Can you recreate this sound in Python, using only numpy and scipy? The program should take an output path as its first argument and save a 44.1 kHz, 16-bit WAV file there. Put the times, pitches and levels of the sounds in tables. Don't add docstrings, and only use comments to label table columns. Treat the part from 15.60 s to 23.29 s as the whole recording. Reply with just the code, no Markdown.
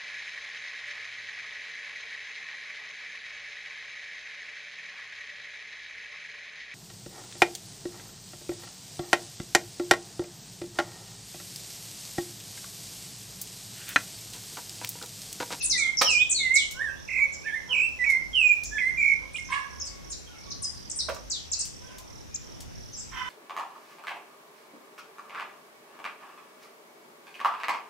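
import sys
import numpy as np
from scipy import signal
from scipy.fft import rfft, irfft, next_fast_len
from scipy.io import wavfile
from scipy.ndimage import uniform_filter1d

SR = 44100
rng = np.random.default_rng(int(sys.argv[2]) if len(sys.argv) > 2 else 0)


def log_audio(samples):
    frames = np.atleast_2d(samples).T
    limited = np.clip(frames, -1, 1)
    pcm = np.round(limited * 32767).astype(np.int16)
    wavfile.write(sys.argv[1], SR, pcm)


def linear_from_db(decibels):
    return 10 ** (np.asarray(decibels, float) / 20)


N = 339129


def evened(x):
    return x / np.sqrt(np.mean(x ** 2) + 1e-20)


def smooth_noise(shape, width):
    once = uniform_filter1d(rng.standard_normal(shape), width)
    return evened(uniform_filter1d(once, width))


def read(points, hz):
    f, value = np.transpose(points)
    return np.interp(np.log(hz + 1), np.log(f + 1), value)


def coloured(x, points):
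    size = next_fast_len(len(x))
    gain = linear_from_db(read(points, np.fft.rfftfreq(size, 1 / SR)))
    return irfft(rfft(x, size) * gain, size)[:len(x)]


def add(mix, s, sound, pan_db):
    part = mix[:, round(s * SR):][:, :len(sound)]
    part += linear_from_db(np.array([[pan_db / 2], [-pan_db / 2]])) * sound[:part.shape[1]]


def glide(rows, smooth_s):
    s, hz, db = np.transpose(rows)
    t = np.arange(s[0], max(s[-1], s[0] + .004), 1 / SR)
    hz = uniform_filter1d(np.interp(t, s, hz), int(smooth_s * SR), mode="nearest")
    ends = np.clip(np.minimum(t - t[0], t[-1] - t) / smooth_s, 0, 1)
    return t, hz, np.sqrt(2) * linear_from_db(np.interp(t, s, db)) * np.sin(np.pi / 2 * ends)


def opening(t, onset_s, onset_db):
    return onset_db * np.clip(1 - t / onset_s, 0, 1)


# f/Hz, t60/s
YARD_T60 = [(300, 0.98), (1000, 0.57), (2200, 0.49), (4000, 0.44), (7000, 0.46), (12000, 0.44)]
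# delay/s, left/dB, right/dB
WALL_ECHOES = [(0.0141, -60, 12)]
# f/Hz, level/dB
WALL_COLOUR = [(2500, -8.5), (4500, -9), (6500, -3.5), (8500, -7)]


def yard(x, wet_db, wall_db, longer=0.85, direct_db=0.):
    taps = np.zeros((2, SR))
    at = np.arange(300, SR - 20, 20) + rng.integers(0, 20, (2, (SR - 301) // 20))
    np.put_along_axis(taps, at, rng.choice([-1., 1.], at.shape), 1)
    hz, t, z = signal.stft(taps, SR, nperseg=256)
    decay = linear_from_db(-60 * t / (longer * read(YARD_T60, hz)[:, None]))
    tail = signal.istft(z * decay, SR, nperseg=256)[1]
    tail *= linear_from_db(wet_db) / np.linalg.norm(tail[0])
    for s, left_db, right_db in WALL_ECHOES:
        echo = coloured(1. * (np.arange(tail.shape[1]) == round(s * SR)), WALL_COLOUR)
        tail += linear_from_db(wall_db + np.array([[left_db], [right_db]])) * echo
    source = x + 0.014 * x[::-1]
    reflected = signal.oaconvolve(source, tail[:, :SR * 3 // 4], axes=1)[:, :N]
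    return linear_from_db(direct_db) * x + reflected


# f/Hz, level/dB per Hz
TOWN_COLOUR = [(12, -60.5), (20, -13.5), (70, -0.5), (141, -3.5), (538, -12.5), (602, -12.5), (711, -15),
               (915, -15.5), (1180, -20), (2870, -24), (4610, -25.5), (5770, -16.5), (7210, -31.5),
               (12600, -37), (15800, -45.5)]
# f/Hz, correlation
TOWN_LIKENESS = [(60, -0.76), (180, -0.72), (550, -0.67), (1650, -0.24), (4970, 0.09), (15000, 0.087)]
TOWN_DB = -49


def town():
    frames, hz = N // 256 + 5, np.fft.rfftfreq(1024, 1 / SR)
    a, b, c, d, patches = rng.standard_normal((frames, 513, 5)).T
    patches = evened(uniform_filter1d(uniform_filter1d(patches, 10, 0), 30, 1))
    same = np.clip(read(TOWN_LIKENESS, hz), -1, 1)[:, None]
    left = a + 1j * b
    right = same * left + np.sqrt(1 - same ** 2) * (c + 1j * d)
    z = np.array([left, right]) * linear_from_db(read(TOWN_COLOUR, hz)[:, None] + 1.5 * patches)
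    return linear_from_db(TOWN_DB + 4) * evened(signal.istft(z, nperseg=1024, noverlap=768)[1][:, :N])


# f/Hz, level/dB
ENGINE_TONES = [(52, -56.5), (75, -56.5)]


def engine():
    out = np.zeros(N)
    for hz, db in ENGINE_TONES:
        waver, swell = smooth_noise((2, N), 4000)
        phase = 2 * np.pi * np.cumsum(hz * (1 + 0.0454 * waver)) / SR
        out += linear_from_db(db + 5.9 * swell) * np.sin(phase)
    return np.array([out, np.roll(out, 150)])


CRICKET_DB, TRILL_PERIOD_S, TRILL_S, STROKE_PERIOD_S = -41.5, .3385, .157, .0262


def cricket():
    t = np.arange(N) / SR
    since = (t - 6.474) % TRILL_PERIOD_S
    stroke = np.minimum((since / STROKE_PERIOD_S) % 1 / .5, 1)
    rasp = evened(uniform_filter1d(rng.standard_normal(N), 30))
    gain = np.sin(np.pi * stroke) ** .7 * (since < TRILL_S)
    hz = 5850 - 800 * stroke ** 2 + 140 * rasp
    tone = linear_from_db(CRICKET_DB) * gain * np.sin(2 * np.pi * np.cumsum(hz) / SR)
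    return np.array([linear_from_db(-24.0) * np.roll(tone, 20), tone])


def blows(events, points, rise_s, t60, trim_db):
    out, t = np.zeros((2, N)), np.arange(6615) / SR
    for s, db, pan_db in events:
        burst = evened(coloured(rng.standard_normal(len(t)), points))
        add(out, s, linear_from_db(db + trim_db - 60 * t / t60) * np.minimum(t / rise_s, 1) * burst, pan_db)
    return out


# t/s, peak/dB, left-right/dB
TICKS = [(.0255, -34, -2), (.4125, -35, 3), (0.419, -19.5, 13), (.955, -25.5, -2), (1.1087, -25.5, 4),
         (1.117, -32, 4), (2.499, -26.5, 7.5), (2.952, -43, 2), (3.034, -27.5, 4), (5.4906, -31.5, 0),
         (5.5434, -32.5, 1), (6.0507, -29.5, -1), (6.382, -31, 4), (7.003, -29.5, 2.5)]
# f/Hz, level/dB
TWIG_COLOUR = [(1000, -26), (3000, -1.5), (6000, 5.5), (11000, -3.5), (16000, -6.5)]


def twigs():
    return blows(TICKS, TWIG_COLOUR, .003, .06, trim_db=-6)


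# t/s, peak/dB, left-right/dB
SLAMS = [
    (0.412, -1, -6),
]
# f/Hz, level/dB per Hz
DOOR_COLOUR = [(88, -65), (150, -45), (310, -10.5), (410, -24.5), (520, -9.5), (781, -13), (1270, -4),
               (1630, -18.5), (1830, -13), (3830, -17), (5440, -13), (5990, -23), (15500, -37)]


def door():
    return blows(SLAMS, DOOR_COLOUR, 0.011, 0.044, trim_db=-0.5)


# t/s, peak/dB, left-right/dB
KNOCKS = [
    (5.485, -19.5, -12),
    (5.494, -17, 0),
    (5.562, -29.5, -4),
]
# f/Hz, level/dB per Hz
PLANK_COLOUR = [(88, -47), (170, -16), (400, -12), (601, 5), (718, -4.5), (1150, -2.5), (1300, -5),
                (1620, -5.5), (2010, -13), (4000, -21), (5200, -44), (8800, -120)]


def planks():
    return blows(KNOCKS, PLANK_COLOUR, 0.0062, 0.039, trim_db=0.5)


def yap(s, length, hz, db, top, onset_db, end_db, scoop=0.0973):
    t = np.linspace(0, length, 30)
    drop = np.clip((t / length - top) / (1 - top), 0, 1) ** 0.46
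    level = db + opening(t, top * length, onset_db) + end_db * drop
    return np.transpose([s + t, hz * (1 - scoop * np.exp(-t / 0.0305)), level])


CLEAR_S, THROB_DB = .085, 3


def dog(yaps, muzzle, rasp, shake, clears=0.):
    out = np.zeros((2, N))
    for rows in yaps:
        t, hz, gain = glide(rows, 0.012)
        wobble = evened(uniform_filter1d(rng.standard_normal(len(t)), 200))
        phase = 2 * np.pi * np.cumsum(hz * (1 + shake * wobble)) / SR
        folds = evened(sum(np.cos(k * phase) for k in range(1, 16)))
        hoarse = rasp * (1 - clears * np.clip((t - t[0]) / CLEAR_S, 0, 1) ** 3)
        breath = hoarse * (1 + np.cos(phase)) * rng.standard_normal(len(t))
        throb = smooth_noise(len(t), 300)
        voice = evened(coloured(folds + breath, muzzle))
        add(out, t[0], gain * linear_from_db(THROB_DB * throb) * voice, -5.)
    return out


# t/s, length/s, f/Hz, effort/dB
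FAR_YAPS = [
    (1.15, 0.28, 559, -62),
    (1.57, 0.23, 556, -61.5),
    (2.08, 0.12, 522.3, -54.5),
    (2.44, 0.18, 498, -61.5),
    (3.59, 0.2, 541, -62.5),
    (4.12, 0.26, 548, -65),
    (6.851, 0.069, 539, -66.5),
]
# f/Hz, level/dB
FAR_MUZZLE = [(300, -59), (530, 3), (1080, 2.5), (1600, -3.5), (3000, -28)]


def far_dog():
    yaps = [yap(*row, top=0.24, onset_db=3, end_db=-11.5) for row in FAR_YAPS]
    return dog(yaps, FAR_MUZZLE, rasp=0.69, shake=0.035)


# t/s, length/s, f/Hz, effort/dB
YAPS = [
    (3.885, 0.14, 562.5, -34),
    (6.198, 0.29, 517, -60.5),
]
# f/Hz, level/dB
MUZZLE = [(500, -22), (820, -14), (980, 14), (1130, 11.5), (1380, -6), (1700, 9.5), (2250, 3), (3500, -5.5),
          (8000, -27), (12000, -59)]


def yapping_dog():
    yaps = [yap(*row, top=0.56, onset_db=-11.5, end_db=-38) for row in YAPS]
    return dog(yaps, MUZZLE, rasp=1., shake=.018, clears=.4)


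# t/s, length/s, f/Hz, effort/dB
LAST_YAP = [
    (7.514, 0.23, 503, -36),
]
# f/Hz, level/dB
LAST_MUZZLE = [(500, -31), (1010, 10), (1260, 8.5), (1520, 6), (2030, 7), (2540, -3), (3050, 4), (3550, -7),
               (4000, -17), (9000, -27)]


def last_yap():
    yaps = [yap(*row, top=0.41, onset_db=-18, end_db=-15, scoop=-0.091) for row in LAST_YAP]
    return dog(yaps, LAST_MUZZLE, rasp=1.7, shake=.014, clears=.6)


STRAIGHT, CREST_S = 0.33, 0.004
CHIRP_END_DB, CHIRP_DB_PER_OCTAVE = -3, 0.5


def fall(s, length, top_hz, end_hz, db, sink_s=0.01, fade_db_per_s=-140):
    t = np.linspace(0, length, 40)
    gone = t ** 2 / (t + CREST_S)
    last = np.exp(-gone[-1] / sink_s)
    left = (np.exp(-gone / sink_s) - last) / (1 - last)
    hz = end_hz + (top_hz - end_hz) * ((1 - STRAIGHT) * left + STRAIGHT * (1 - gone / gone[-1]))
    level = db + fade_db_per_s * t + CHIRP_END_DB * (t / length) ** 3
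    level += CHIRP_DB_PER_OCTAVE * np.log2(hz / top_hz) + opening(t, .0025, -7)
    return np.transpose([s + t, hz, level])


FLICK_S, FLICK_FROM, FLICK_DB = 0.007, .81, -5


def hook(s, length, top_hz, end_hz, db):
    flick = (s - FLICK_S, FLICK_FROM * top_hz, db + FLICK_DB)
    return np.vstack([flick, (s, top_hz, db), fall(s, length, top_hz, end_hz, db)[6:]])


def note(db, swell_db, turns, onset_s=0.013, onset_db=-9):
    s, hz = np.transpose(turns)
    t = np.arange(s[0], s[-1], 1 / 2000)
    level = db + swell_db * (t - s[0]) / (s[-1] - s[0])
    level += opening(t - s[0], onset_s, onset_db) + opening(s[-1] - t, 0.0068, -10)
    return np.transpose([t, np.interp(t, s, hz), level])


def small_birds(chirps, fuzz=0.):
    out = np.zeros((2, N))
    waver = evened(uniform_filter1d(rng.standard_normal(N), 130))
    for pan_db, rows in chirps:
        t, hz, gain = glide(rows, 0.0008)
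        drift = 1 + fuzz * waver[round(t[0] * SR):][:len(t)]
        phase = 2 * np.pi * np.cumsum(hz * drift) / SR
        add(out, t[0], gain * (np.sin(phase) + linear_from_db(-38) * np.sin(2 * phase)), pan_db)
    return np.array([out[0], np.roll(out[1], 34)])


# t/s, length/s, top f/Hz, end f/Hz, level/dB
FAR_CHIRPS = [
    (0., 0.013, 6550, 3300, -32),
    (0.429, 0.052, 5900, 5140, -24),
    (.455, 0.051, 5640, 5150, -32),
    (0.467, 0.035, 4800, 3800, -36),
    (0.489, 0.046, 8600, 4450, -27.5),
    (3.912, 0.032, 9900, 7860, -50),
    (7.32, 0.03, 6500, 4940, -39.5),
    (7.374, 0.036, 7700, 4670, -40),
]
# top t/s, fall/s, top f/Hz, end f/Hz, level/dB
FAR_HOOKS = [
    (3.04, 0.011, 7400, 4750, -34),
    (3.842, 0.04, 6580, 5180, -48),
]
# t/s, length/s, from f/Hz, to f/Hz, level/dB
LEFT_WHISTLES = [
    (0.176, 0.14, 1348, 1384, -56),
    (4.677, 0.071, 1462, 1334, -57),
    (4.8, 0.071, 5200, 3300, -55),
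    (5.127, 0.15, 4550, 3110, -63),
    (7.356, 0.042, 7320, 7600, -42.5),
    (0., 0.0082, 2654, 2500, -32),
]
RIGHT_WHISTLES = [(5.12, .22, 4950, 4900, -52), (6.22, .1, 1560, 1500, -60), (4.28, .2, 1110, 1100, -62),
                  (4.83, .35, 1140, 1110, -62), (3.155, .03, 3420, 3270, -51), (4.26, .19, 2190, 2180, -62),
                  (4.655, .015, 3350, 3000, -55), (4.7, .05, 2950, 2600, -63), (4.73, .13, 2140, 2370, -61),
                  (5.94, .1, 2720, 2680, -58), (6.708, .022, 2420, 2440, -59), (1.8, .055, 2300, 2680, -50),
                  (.82, .12, 2850, 2650, -54), (1.15, .03, 2900, 3000, -53), (1.27, .1, 2500, 2900, -60),
                  (1.355, .04, 3350, 3600, -58), (1.85, .12, 3000, 3600, -59), (6.26, .08, 3300, 2400, -62)]


def far_birds():
    far = [(2.5, fall(*row)) for row in FAR_CHIRPS] + [(0.1, hook(*row)) for row in FAR_HOOKS]
    faint = []
    for pan_db, rows in ((1.5, LEFT_WHISTLES), (-9.0, RIGHT_WHISTLES)):
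        faint += [(pan_db, fall(*row, .15, -25)) for row in rows]
    calls = small_birds(far) + small_birds(faint, fuzz=.025)
    return yard(calls, wet_db=3.5, wall_db=-12, direct_db=-12)


# t/s, f/Hz, level/dB
DART = [
    (6.742, 4940, -38),
    (6.744, 6150, -36.5),
    (6.75, 7000, -27.5),
    (6.756, 7540, -38),
    (6.76, 5820, -31.5),
    (6.767, 3600, -53),
]


def darting_bird():
    echoed = small_birds([(2.5, np.add(DART, [0, 0, -12.5]))])
    return small_birds([(1.5, DART)]) + yard(echoed, wet_db=3.0, wall_db=-1.5)


# t/s, length/s, top f/Hz, end f/Hz, level/dB
CHIRPS = [ (0.097, 0.044, 6580, 3540, -23.5), (0.174, 0.017, 8600, 5440, -29.5),
          (0.201, 0.071, 4660, 3040, -37), (.37, 0.022, 5960, 4940, -24), (0.387, 0.011, 6900, 4400, -31),
          (3.734, 0.021, 9060, 6740, -47.5), (3.764, 0.025, 9750, 6160, -51),
          (3.906, 0.031, 9150, 6700, -49), (4.904, 0.016, 6370, 3790, -35), (5.297, 0.011, 8630, 4980, -32),
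          (5.359, 0.014, 9370, 7200, -33), (5.369, 0.014, 9350, 6150, -57), (5.387, 0.024, 6020, 3690, -28),
          (5.915, 0.023, 7840, 3960, -27.5), (5.99, 0.021, 8800, 4300, -28.5)]
SHELVES = [
    (4.495, 0.017, 8900, 9340, -50),
]
# top t/s, fall/s, top f/Hz, end f/Hz, level/dB
HOOKS = [
    (1.728, 0.019, 7630, 4830, -43),
    (4.509, 0.024, 7620, 3730, -37.5),
]
# t/s, length/s, from f/Hz, to f/Hz, level/dB
SLIDES = [
    (.745, .066, 4520, 3450, -28),
    (.578, .045, 2950, 3700, -31),
]
# [t/s, f/Hz]
SWOOPS = [
    (-34.5, 12.5, [(.024, 9800), (.037, 9880), (.042, 8840), (.052, 6080)]),
    (-26, 3, [(.695, 6470), (.703, 8510), (.722, 5680)]),
    (-23.5, -17, [(.94, 6830), (.947, 8300), (.965, 4190), (.99, 3410), (1.03, 2790)]),
    (-35, 0.5, [(4.198, 6900), (4.202, 6420), (4.209, 5340), (4.221, 5140)]),
    (-41.5, 3, [(4.251, 8500), (4.256, 7800), (4.265, 5200), (4.277, 4230)]),
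    (-34, -2.5, [(5.02, 9540), (5.026, 8830), (5.032, 6500), (5.039, 5074), (5.075, 4950)]),
    (-29, -19, [(5.699, 8220), (5.712, 4900), (5.73, 4090), (5.78, 2920)]),
]


def near_birds():
    calls = [note(*row, 0.0059, -6) for row in SWOOPS]
    calls += [fall(*row) for row in CHIRPS + SHELVES] + [hook(*row) for row in HOOKS]
    near = [(3, rows) for rows in calls]
    near += [(2.5, fall(*row, .15, -63)) for row in SLIDES]
    return yard(small_birds(near), wet_db=3.0, wall_db=-1.5)


def leap(s, from_hz, over_hz, to_hz, db, length=0.015):
    hz = np.array([from_hz, over_hz, to_hz])
    return np.transpose([s + length * np.array([0, 0.47, 1]), hz, db - 26.5 * np.log2(hz / from_hz)])


# [t/s, f/Hz]
SLURS = [
    (-28.5, 6.2, [(.442, 3400), (.472, 3000), (.5, 2660), (.55, 2395), (.637, 2522)]),
    (-33, 13, [(.785, 2255), (.85, 2066), (.89, 2016), (.99, 2267)]),
    (-29.5, 7, [(2.09, 3240), (2.115, 3003), (2.149, 2442), (2.217, 2422), (2.237, 2683), (2.262, 2636)]),
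    (-25.5, 5.8, [(2.73, 3280), (2.79, 2716), (2.834, 2500), (2.878, 2451), (2.93, 2380)]),
]
DIPS = [
    (-28, 0.5, [(.178, 2433), (.218, 2195), (.268, 2088), (.305, 2160)]),
    (-22.5, -2, [(2.46, 2320), (2.498, 2182), (2.548, 2075), (2.58, 2108)]),
    (-28, 3, [(3.196, 2190), (3.23, 1977), (3.28, 2101), (3.308, 2124)]),
]
PIPS = [ (-40, 12.5, [(.125, 2180), (.167, 1948), (.175, 2080)]), (-59.5, 35.5, [(1.14, 1404),
        (1.192, 1566), (1.226, 1891)]), (-30, -7, [(1.224, 1912), (1.25, 1824), (1.294, 1555),
        (1.31, 1670)]), (-39.5, 19.5, [(1.476, 2372), (1.568, 2331), (1.65, 2231)]),
        (-50, 12, [(1.838, 1560), (1.866, 1750)]), (-27.5, -19.5, [(1.86, 1780), (1.875, 1790),
        (1.921, 1620)]), (-35, 8, [(1.921, 1656), (1.955, 1867)]), (-33, -1.5, [(1.953, 2190),
        (1.985, 1990)]), (-35, -2, [(1.872, 2090), (1.883, 2340), (1.898, 1920)]),
        (-32.5, 9.5, [(2.388, 2022), (2.432, 1950), (2.442, 2010)]), (-44.5, 18, [(3.11, 1667),
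        (3.15, 1770), (3.178, 1693)]), (-25, 1.5, [(3.372, 2391), (3.456, 2280), (3.538, 2239)]),
        (-32.5, 6, [(3.743, 2395), (3.76, 2435)]), (-27.5, -13, [(3.783, 2144), (3.812, 2170)]),
        (-32.5, 13.5, [(3.918, 2114), (3.932, 2260)])]
# t/s, from f/Hz, over f/Hz, to f/Hz, level/dB
LEAPS = [
    (2.439, 2015, 2640, 2270, -21),
    (3.181, 1904, 2650, 2000, -21),
]
FLIPS = [
    (3.758, 2420, 3200, 4330, -27.5),
    (3.931, 2190, 2800, 3400, -27),
]
# start t/s, end t/s, shakes/Hz, first swing/Hz, last swing/Hz, loss at top/dB
TRILLS = [
    (1.477, 1.607, 40.5, 375, 228, -2.5),
    (2.121, 2.224, 53, 162, 130, 1.5),
    (3.404, 3.548, 55.5, 115, 90, -1.5),
]
# f/Hz, level/dB
BEAK = [(3500, -14), (4300, -28.5), (6200, -39.5), (7400, -22.5), (8500, -28.5), (10200, -39.5),
        (12200, -46), (14500, -49), (16000, -58)]
EVEN_DB = -8


def thrush():
    out = np.zeros((2, N))
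    song = [note(*row, 0.024, -16) for row in SLURS] + [note(*row) for row in DIPS + PIPS]
    song += [leap(*row) for row in LEAPS] + [leap(*row, .009) for row in FLIPS]
    for rows in song:
        t, hz, gain = glide(rows, 0.0028)
        for start, end, rate_hz, first_hz, last_hz, top_db in TRILLS:
            beat = 2 * np.pi * rate_hz * (t - start)
            sweep = np.sin(beat) + 0.046 * np.sin(2 * beat)
            on = np.clip(np.minimum(t - start, end - t) / 0.0036, 0, 1)
            hz = hz + on * np.interp(t, [start, end], [first_hz, last_hz]) * sweep
            gain = gain * linear_from_db(on * (-3.5 * np.cos(beat) + top_db * np.sin(beat)))
        phase = 2 * np.pi * np.cumsum(hz) / SR
        tone = np.sin(phase)
        for k in range(2, 8):
            if k * hz.min() < 16000:
                tone = tone + linear_from_db(read(BEAK, k * hz) + EVEN_DB * (1.5 - k % 2)) * np.sin(k * phase)
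        add(out, t[0], gain * tone, -6.5)
    return out


def scene():
    insect = yard(cricket(), wet_db=-10, wall_db=-20, longer=.5)
    struck = yard(twigs() + door() + planks(), wet_db=-5, wall_db=-12, longer=.5, direct_db=-1.5)
    barks = far_dog() + yapping_dog() + last_yap()
    dogs = yard(barks, wet_db=3.5, wall_db=-5.0, longer=1.1, direct_db=-1.5)
    birds = far_birds() + darting_bird() + near_birds()
    song = yard(thrush(), wet_db=-3.5, wall_db=-6)
    return town() + engine() + insect + struck + dogs + birds + song


# f/Hz, level/dB
SIDE_LIFT = [(300, -1.1), (1000, -2), (2500, 0.5), (5000, -2), (8000, 0.5), (13000, 2.5)]
# f/Hz, level/dB
BAND_EDGE = [(15700, 0), (15900, -50)]


def camera(dry):
    mid = coloured((dry[0] + dry[1]) / 2, BAND_EDGE)
    side = coloured((dry[0] - dry[1]) / 2, SIDE_LIFT + BAND_EDGE)
    return np.array([mid + side, mid - side])


def top_cut(x):
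    return signal.sosfilt(signal.butter(12, 15900, fs=SR, output="sos"), x)


def record(dry):
    mix = camera(dry)
    return top_cut(mix)


dry = scene()
out = record(dry)
log_audio(out)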